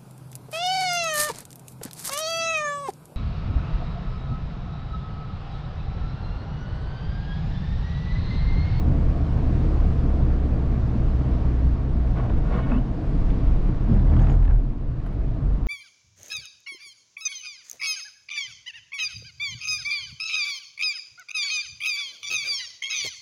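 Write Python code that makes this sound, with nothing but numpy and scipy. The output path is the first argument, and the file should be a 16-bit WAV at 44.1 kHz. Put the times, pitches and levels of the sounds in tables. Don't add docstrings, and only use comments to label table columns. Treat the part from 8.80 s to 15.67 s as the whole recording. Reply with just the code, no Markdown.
import sys
import numpy as np
from scipy import signal
from scipy.io import wavfile
from scipy.ndimage import uniform_filter1d

SR = 44100
rng = np.random.default_rng(int(sys.argv[2]) if len(sys.argv) > 2 else 0)


def persist_wave(psi):
    counts = np.round(np.clip(psi, -1, 1) * 32767).astype(np.int16)
    wavfile.write(sys.argv[1], SR, np.atleast_2d(counts).T)


def gain_from_db(level_db):
    decades = np.asarray(level_db, float) / 20
    return 10 ** decades


N = 302967

# (time [s], pitch [Hz], level [dB])
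FIRING_TONE = [(0.0, 75.82, -24), (0.6, 73.5, -25.5), (1.43, 68.6, -23), (2.08, 65.05, -24.5),
               (2.81, 62.2, -22), (3.2, 60.05, -34), (4.07, 56.1, -34), (4.58, 52.8, -32.5),
               (4.7, 51.6, -56.5), (6.2, 49.15, -54.5), (6.35, 48.98, -39), (6.62, 48.1, -41),
               (6.87, 45.3, -18.5)]
# (time [s], level [dB], length [s])
LOAD_SURGES = [
    (0.0, -36, 0.28),
    (1.09, -36, .12),
    (1.462, -33.5, 0.087),
    (2.866, -20.5, 0.044),
    (3.21, -21, 0.1),
    (3.374, -35, 0.022),
    (3.55, -23, 0.025),
    (3.72, -30.5, 0.21),
    (6.444, -25.5, 0.11),
    (6.697, -19, 0.051),
]
# (time [s], level [dB])
ROLLING = [(0.0, 0), (0.8, 0), (1.8, -1), (2.6, -1), (3.1, -3.5), (3.4, -1.5), (4.1, -3.5), (4.45, -1.5),
           (5.0, -2.5), (5.5, -0.5), (5.6, -5.5), (5.78, -8), (6.0, -9), (6.35, -6.5), (6.87, -5.5)]
# (time [s], level [dB], length [s])
THUD_SWELLS = [(0.0, -22.5, 0.12), (0.327, -22, 0.14), (0.69, -21, 0.13), (1.002, -23.5, 0.063),
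               (1.388, -20.5, 0.41), (1.77, -28, 0.088), (2.18, -19, 0.097), (2.506, -23, 0.15),
               (2.9, -19, 0.091), (3.234, -17, 0.12), (3.569, -14.5, 0.092), (3.943, -22, 0.14),
               (4.652, -20.5, 0.28), (4.998, -28, 0.066), (5.404, -29, 0.31), (5.71, -31, 0.18),
               (6.128, -21.5, 0.081), (6.429, -27.5, 0.052), (6.734, -29.5, 0.11)]
# (frequency [Hz], density [dB per Hz])
THUD_COLOUR = [(7.1, -30.5), (12, 6.5), (54, 2.5), (70, -3), (90, -4.5), (120, -37.5), (200, -120)]
# (frequency [Hz], density [dB per Hz])
ROAR_COLOUR = [(50, -28.5), (85, -3.5), (97, -9), (128, -0.5), (172, -7), (304, -11), (397, -22),
               (433, -17.5), (520, -23.5), (720, -23), (841, -32), (1120, -30), (2500, -51.5), (3250, -72),
               (5500, -120)]
# (frequency [Hz], density [dB per Hz])
SPRAY_COLOUR = [(1350, 1), (2300, -1.5), (4720, -10), (6450, -18), (8820, -27.5), (10600, -37),
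                (11300, -45.5), (12300, -34.5), (12900, -51), (13800, -56.5), (14900, -62.5), (15600, -50)]
# (time [s], level [dB], length [s])
PUDDLE_SPRAY = [
    (0.85, -67.5, 0.28),
    (2.7, -77, 0.42),
    (3.754, -65, 0.082),
    (4.501, -70, 0.44),
    (6.3, -81, 0.071),
]
# (frequency [Hz], width [Hz], level [dB])
PANEL_MODES = [(254.4, 23, -44.5), (307, 29, -48.5), (446, 62, -56.5), (655, 24, -54.5), (919, 22, -57.5)]
# (time [s], length [s], level [dB])
STRIP_THUMPS = [
    (5.16, 0.04, -17),
    (5.273, 0.041, -21.5),
    (5.442, 0.045, -18),
    (5.573, 0.037, -19.5),
    (5.64, 0.039, -17),
    (5.753, 0.058, -15.5),
    (5.857, 0.044, -29),
]
# (time [s], rate [strips per s])
STRIP_RATE_CURVE = [(5.05, 38.2), (5.78, 39.6), (5.9, 35.7)]
# (time [s],
# length [s], pitch [Hz], glide [Hz per s], level [dB])
CABIN_HUMS = [(5.122, .03, 124.8, -100, -20.5), (5.13, 0.041, 86.5, -80, -20.5),
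              (5.225, 0.032, 121.4, 0.1, -19.5), (5.2, 0.041, 72.8, 0.1, -20),
              (5.335, .06, 76.06, -0.5, -16), (5.38, .035, 117.7, 4, -21), (5.47, 0.054, 75.4, -4, -19.5),
              (5.505, .04, 127.8, 51, -21.5), (5.58, .05, 82.1, -41, -19.5), (5.61, .035, 120.2, 0.1, -22),
              (5.695, 0.027, 71.6, -50, -18.5), (5.75, .045, 117.2, -41, -21.5),
              (5.185, 0.038, 192.2, 80, -25.5), (5.36, .04, 202, -81, -28), (5.5, .025, 250.5, 0.1, -30.5),
              (5.675, .03, 266.1, -1, -35), (5.12, .025, 235, 300, -34), (5.345, .04, 275, 100, -33),
              (5.42, .03, 170, -200, -29), (5.5, .025, 320, 0.1, -35), (4.9, .03, 185, 0.1, -28),
              (1.55, .12, 145, 0.1, -33), (5.89, .03, 126.7, 0.1, -31), (6.04, 0.036, 127, 62, -32.5),
              (0.35, .15, 127, 1.6, -32.5), (0.2, .2, 150, -5, -32.5), (3.38, 0.11, 120, 0.1, -32.5)]
# (time [s], level [dB], length [s])
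TRIM_BUZZ = [
    (5.08, -54, 0.042),
    (5.17, -33.5, 0.032),
    (5.385, -34, 0.068),
    (5.496, -35, 0.05),
    (5.652, -41.5, 0.04),
    (5.6, -46, .04),
    (5.717, -40, 0.034),
    (5.773, -43.5, 0.053),
]
# (frequency [Hz], density [dB per Hz])
TRIM_COLOUR = [(210, -14), (350, -11.5), (526, -5), (812, -2), (1170, -15.5), (1590, -14.5), (4020, -49.5),
               (6660, -47), (10000, -64), (13000, -94), (22000, -120)]
# (time [s], level [dB])
SUSPENSION_JOLTS = [
    (5.104, -28),
    (5.137, -23.5),
    (5.23, -34),
    (5.322, -28.5),
    (5.41, -29),
    (5.503, -29),
    (5.66, -39.5),
    (5.73, -38),
]
# (time [s], level [dB], length [s])
WIPER_SCRAPES = [(3.371, -34.5, 0.016), (3.405, -33, 0.014), (3.442, -37.5, 0.018), (3.464, -36.5, 0.011),
                 (3.504, -32, 0.0082), (3.533, -47, 0.02), (3.588, -43, 0.03), (3.65, -40, 0.018),
                 (3.698, -40, 0.056), (3.736, -36, 0.032), (3.77, -35, 0.021), (3.798, -35, 0.027),
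                 (3.84, -45, .04), (3.873, -38, 0.012), (3.92, -30.5, 0.038), (3.97, -40.5, .04)]
# (frequency [Hz], density [dB per Hz])
RUBBER_COLOUR = [(180, -23), (300, 7.5), (385, 3), (682, 2.5), (826, -4), (1090, -5), (1720, -13),
                 (2630, -27.5), (3140, -26.5), (10000, -57), (13000, -70), (22000, -120)]
# (frequency [Hz], width [Hz], level [dB])
ARM_MODES = [(1086, 90, -8), (1440, 80, -14), (1840, 60, -24), (2210, 140, -22), (2640, 90, -27),
             (2930, 50, -28), (3690, 60, -33)]
# (time [s], level [dB], length [s])
RUBBER_SQUEAL = [
    (3.75, -56, 0.025),
    (3.801, -62, .02),
    (3.838, -52, .024),
    (3.885, -66, .012),
]
SQUEAL_HARMONICS = [-12, -9, -4, -2, -2, -12, -6, -14, -12]
# (time [s], length [s], pitch [Hz], level [dB])
TURN_SQUEAKS = [
    (3.92, .004, 2620, -42),
    (3.946, .009, 2570, -50),
    (3.962, .009, 2630, -56),
    (3.95, .008, 2950, -58),
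    (3.972, .008, 2720, -57),
    (3.982, .007, 2900, -52),
]
# (time [s], length [s], pitch [Hz], glide [Hz per s], level [dB])
GLASS_GROANS = [(3.745, .05, 475, 448, -38.5), (3.73, .03, 720, 150, -43), (3.755, 0.023, 1105, 500, -43),
                (3.765, 0.026, 172.3, 100, -27.5), (3.795, 0.0149, 1062, 300, -40),
                (3.805, 0.018, 676, 600, -38), (3.79, .015, 1225, 300, -46), (3.79, .015, 1400, 200, -46),
                (3.84, .035, 1463, 200, -53), (3.872, .013, 304, 0.1, -34), (3.874, 0.012, 618, -1, -41),
                (3.875, 0.012, 921, 0.1, -48), (3.93, .016, 241.4, -500, -20),
                (3.965, 0.0072, 239, 500, -20), (3.985, .016, 254, 100, -27), (3.92, 0.018, 925, 0.1, -48)]
# (time [s], crack level [dB], knock level [dB])
TRIM_TICKS = [(1.9786, -44, -44), (3.276, -42, -43), (3.372, -45, -41), (3.386, -37, -34),
              (3.399, -51, -40.5), (3.436, -44, -44), (3.498, -33, -40), (3.726, -48, -36),
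              (3.742, -48, -34), (3.786, -50, -36), (3.792, -49, -37), (3.899, -36, -40), (3.918, -50, -35),
              (4.5034, -33, -59), (5.098, -53, -47), (5.194, -43, -49), (5.318, -50, -41),
              (5.337, -38, -37), (5.3661, -38, -34), (5.3921, -35, -35), (5.407, -41, -41),
              (5.418, -38, -37), (5.433, -42, -42), (5.444, -35, -35), (5.47, -35, -33), (5.485, -42, -42),
              (5.4989, -33, -35), (5.517, -39, -39), (5.54, -44, -43), (5.626, -40, -40), (5.652, -38, -39),
              (5.679, -39, -40), (5.698, -48, -42), (5.7088, -41, -43), (6.201, -44, -48),
              (6.2639, -46, -39), (6.3264, -47, -53), (6.816, -49, -53)]
# (time [s], level [dB], pitch [Hz], decay by 60 dB [s])
SHORT_RINGS = [(3.384, -59, 3250, 0.022), (3.397, -30, 1050, .045), (3.404, -36, 900, .03),
               (3.372, -53, 2000, .03), (3.425, -35, 750, 0.044), (3.436, -43, 1600, 0.031),
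               (3.74, -40, 1100, .06), (3.745, -41, 1420, 0.046), (3.786, -40, 1250, .02),
               (3.8, -33, 684, .05), (3.99, -48, 1750, .03), (5.338, -43.5, 1590, .025),
               (5.444, -45, 1700, .02), (5.627, -45, 1600, .025), (5.652, -46, 1850, .022),
               (5.679, -49, 1800, .025), (5.709, -45, 1600, .02), (5.33, -58, 4700, .015),
               (4.89, -21, 304, 0.11), (5.097, -18, 219, 0.15), (5.128, -17, 188, 0.14),
               (6.327, -38, 700, .02), (6.816, -40, 800, .02), (3.497, -33, 650, .03),
               (3.392, -29, 700, 0.033), (3.4, -46, 1640, .035), (3.498, -48, 3000, .015),
               (4.503, -43, 3480, .016), (4.503, -50, 4600, .01), (6.201, -52, 4000, .012),
               (5.194, -49, 3530, .022), (5.271, -45, 2050, .03), (5.297, -47, 3475, .022),
               (5.366, -46, 3250, .022), (5.393, -44, 3250, .02), (5.469, -42.5, 2610, .02),
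               (5.498, -43, 2930, .014), (5.499, -44, 2100, .015), (5.626, -52, 2470, .025),
               (5.652, -57, 3350, .018), (5.679, -48, 2620, .018), (6.265, -53, 3100, .018)]
# (time [s], level [dB], pitch [Hz])
METAL_CHINKS = [(5.1627, -58, 6770), (5.3981, -56, 6660), (5.418, -50, 6600), (5.4264, -55, 6470),
                (5.4967, -52, 6720), (5.5054, -49, 6770), (5.5164, -59, 6890), (5.5253, -51, 6730),
                (5.5432, -59, 6390), (5.5498, -58, 6790), (5.658, -66, 6590)]
# (time [s], level [dB])
HISS_PUFFS = [(3.2744, -60), (3.753, -61), (3.899, -59.5), (5.396, -60.5), (5.505, -58), (5.632, -70),
              (6.1, -72), (6.66, -74), (6.2228, -68), (6.261, -54), (6.3242, -61), (6.835, -68)]


def engine():
    hz, db = follow(FIRING_TONE)
    level = gain_from_db(db) + swells(*np.transpose(LOAD_SURGES))
    return level * (tone(hz) + gain_from_db(-7) * tone(hz / 2) + gain_from_db(-24) * tone(hz * 2))


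def road():
    rolling_db, = follow(ROLLING)
    floor_pan = gain_from_db(-4) * rumble(hz=37, width=12)
    rocking = gain_from_db(-25.5) + swells(*np.transpose(THUD_SWELLS))
    thud = rocking * gain_from_db(-5) * (noise(THUD_COLOUR, patchy_db=-1.45, size=8192) + floor_pan)
    roar = gain_from_db(rolling_db - 25.5) * noise(ROAR_COLOUR, patchy_db=1.0)
    tyres = thud + roar
    tyres -= 0.62 * resonate(tyres, follow(FIRING_TONE)[0], width=11)

    boom_db = -32.5 + 1.2 * (rolling_db - rolling_db.mean())
    boom = gain_from_db(boom_db) * rumble(hz=120.6, width=13)
    panels = np.zeros(N)
    for hz, width, db in PANEL_MODES:
        panels += gain_from_db(db) * evened(resonate(rng.standard_normal(N), hz, width))
    panels = gain_from_db(rolling_db) * bandpass(panels, 2, 200, 1300)

    wetness = gain_from_db(-54.5 + 0.99 * rolling_db) + swells(*np.transpose(PUDDLE_SPRAY))
    spray = wetness * noise(SPRAY_COLOUR, patchy_db=0.9, size=1024)
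    return tyres + boom + panels + spray


def strips():
    rate, = follow(STRIP_RATE_CURVE)
    s, length, db = np.transpose(STRIP_THUMPS)
    drumming = swells(5.5, -23.5, rise=0.67, fall=0.6)
    thumps = (drumming + swells(s, db, length)) * tone(rate) + hums(CABIN_HUMS)

    t = np.arange(2000) / SR
    flare = 1.3 * np.exp(-t / 0.005) * np.minimum(t / 0.0015, 1)
    flares = np.full(N, 0.45)
    for s, *_ in TRIM_TICKS:
        add(flares, s, flare)
    buzz = swells(*np.transpose(TRIM_BUZZ)) * flares
    buzz *= gain_from_db(-2.5) * noise(TRIM_COLOUR, patchy_db=0.5, size=512)

    jolts = swells(*np.transpose(SUSPENSION_JOLTS), rise=0.027, fall=0.039)
    return thumps + buzz + jolts * gain_from_db(-3.5) * rumble(hz=190, width=160)


def wiper():
    scrape = noise(RUBBER_COLOUR, patchy_db=-1.0, size=512)
    slips = rng.standard_normal(N)
    arm = np.zeros(N)
    for hz, width, db in ARM_MODES:
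        arm += gain_from_db(db) * evened(resonate(resonate(slips, hz, width), hz, width))
    drag = swells(*np.transpose(WIPER_SCRAPES)) * gain_from_db(-3.5)
    out = drag * (scrape + gain_from_db(-8.5) * evened(arm))

    squeal = swells(*np.transpose(RUBBER_SQUEAL))
    slip_rate = np.interp(np.arange(N) / SR, (3.7, 3.885), (356, 370))
    slip_rate *= 1 + 0.007 * wander(300)
    for k, db in enumerate(SQUEAL_HARMONICS, start=2):
        out += squeal * gain_from_db(db + 2.5 * wander(700)) * tone(slip_rate, k)

    uneven = 1 + 0.028 * wander(120)
    for s, length, hz, db in TURN_SQUEAKS:
        rising = hz + 2500 * (np.arange(N) / SR - s)
        out += swells(s, db, length) * tone(rising * uneven)
    return out + hums(GLASS_GROANS)


def ticks():
    out, t = np.zeros(N), np.arange(2000) / SR
    rattle = rng.standard_normal((len(TRIM_TICKS), len(t)))
    click = t == 0
    cracks = bandpass(0.05 * rattle * np.exp(-t / 0.004) + click, 3, 1050, 2600)
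    knocks = bandpass(0.09 * rattle * np.exp(-t / 0.007) + click, 3, 450, 1700)
    for (s, crack_db, knock_db), crack, knock in zip(TRIM_TICKS, cracks, knocks):
        add(out, s, gain_from_db(crack_db - 2) * crack / crack.max())
        add(out, s, gain_from_db(knock_db + 1) * knock / knock.max())
    for s, db, hz, t60 in SHORT_RINGS:
        add(out, s, ring(db, hz, t60))
    for s, db, hz in METAL_CHINKS:
        add(out, s, ring(db - 1, hz, t60=0.025))
        add(out, s, ring(db - 9, hz * 1.03, t60=0.024))
        add(out, s, ring(db - 11, hz * 0.77, t60=0.02))
    return out


def splashes():
    out, t = np.zeros(N), np.arange(1500) / SR
    puffs = evened(bandpass(rng.standard_normal((len(HISS_PUFFS), len(t))), 2, 6500, 13500))
    burst = np.exp(-t / 0.011) * np.minimum(t / 0.005, 1)
    for (s, db), puff in zip(HISS_PUFFS, puffs):
        add(out, s, gain_from_db(db - 9.5) * puff * burst)
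    return out


def rain():
    drops_per_s = 660
    drops = gain_from_db(5 * np.minimum(rng.exponential(1, N), 2.8)) * (rng.random(N) < drops_per_s / SR)
    patch = rng.integers(0, 8, N)
    out, t = np.zeros(N), np.arange(400) / SR
    for k, hz in enumerate(np.geomspace(900, 7500, num=8)):
        tap = np.exp(-t * hz / 2.5) * np.sin(2 * np.pi * hz * t) * (900 / hz) ** 4.5
        out += signal.oaconvolve(drops * (patch == k), tap)[:N]
    return gain_from_db(-65) * evened(out)


def evened(x):
    return x / np.sqrt(np.mean(x ** 2) + 1e-20)


def follow(rows):
    s, *columns = np.transpose(rows)
    return [np.interp(np.arange(N) / SR, s, c) for c in columns]


def add(mix, s, sound):
    part = mix[round(s * SR):][:len(sound)]
    part += sound[:len(part)]


def tone(hz, k=1):
    return np.sqrt(2) * np.cos(2 * np.pi * k * np.cumsum(hz) / SR)


def ring(db, hz, t60):
    t = np.arange(4000) / SR
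    start = np.sin(np.pi / 2 * np.minimum(t / 0.00068, 1)) ** 2
    return gain_from_db(db - 60 * t / t60) * np.sin(2 * np.pi * hz * t) * start


def swells(s, db, rise, fall=None):
    fall = rise if fall is None else fall
    ms = np.arange(0, N / SR + 0.001, 0.001)
    lag = ms[:, None] - s
    bells = gain_from_db(db) * np.exp(-(lag / np.where(lag < 0, rise, fall)) ** 2)
    return np.interp(np.arange(N) / SR, ms, bells.sum(axis=1))


def hums(rows):
    out = np.zeros(N)
    for s, length, hz, glide, db in rows:
        t = np.arange(-3 * length, 3 * length, 1 / SR)
        sound = gain_from_db(db) * np.exp(-(t / length) ** 2) * tone(hz + glide * t)
        before_start = max(round((3 * length - s) * SR), 0)
        add(out, max(s - 3 * length, 0), sound[before_start:])
    return out


def wander(size):
    return evened(uniform_filter1d(rng.standard_normal(N), size=size))


def bandpass(x, order, low, high):
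    return signal.sosfilt(signal.butter(order, [low, high], "bandpass", fs=SR, output="sos"), x)


def resonate(x, hz, width):
    turn = np.exp(2j * np.pi * np.cumsum(hz * np.ones(len(x))) / SR)
    r = np.exp(-np.pi * width / SR)
    return 2 * (turn * signal.lfilter([1 - r], [1, -r], x / turn)).real


def rumble(hz, width):
    return evened(resonate(resonate(rng.standard_normal(N), hz, width), hz, width))


def noise(shape, patchy_db, size=2048):
    hop, hz = size // 4, np.fft.rfftfreq(size, 1 / SR)
    a, b, patches = rng.standard_normal((N // hop + 5, len(hz), 3)).T
    patches = uniform_filter1d(uniform_filter1d(patches, size=16, axis=0), size=8, axis=1)
    f, db = np.transpose(shape)
    colour = np.interp(np.log(hz + 1), np.log(f + 1), db, left=-90, right=-120)
    z = (a + 1j * b) * gain_from_db(colour[:, None] + patchy_db * evened(patches))
    return evened(signal.istft(z, nperseg=size, noverlap=size - hop)[1][:N])


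def gate(x):
    hz, _, z = signal.stft(x, SR, nperseg=2048)
    power = uniform_filter1d(uniform_filter1d(abs(z) ** 2, size=24, axis=1), size=4, axis=2)
    limit = np.median(power[:, np.searchsorted(hz, 10500)])
    ease_db = np.clip(0.0045 * (hz - 9600), 0, 8)
    limit = limit / gain_from_db(ease_db)[:, None] ** 2
    return signal.istft(z * (power > limit), SR, nperseg=2048)[1][:, :N]


def scene():
    return (engine() + road() + strips() + wiper() + ticks() + splashes() + rain())[None]


def roll_off(x):
    return signal.sosfilt(signal.butter(12, 15710, fs=SR, output="sos"), x)


def record(dry):
    start = np.minimum(np.arange(N) / (0.004 * SR), 1)
    bass = signal.sosfiltfilt(signal.butter(2, 400, fs=SR, output="sos"), dry)
    rounded = start * (dry - bass + 0.6 * np.tanh(bass / 0.6))
    mix = gate(rounded)
    return roll_off(mix)


dry = scene()
out = record(dry)
persist_wave(out)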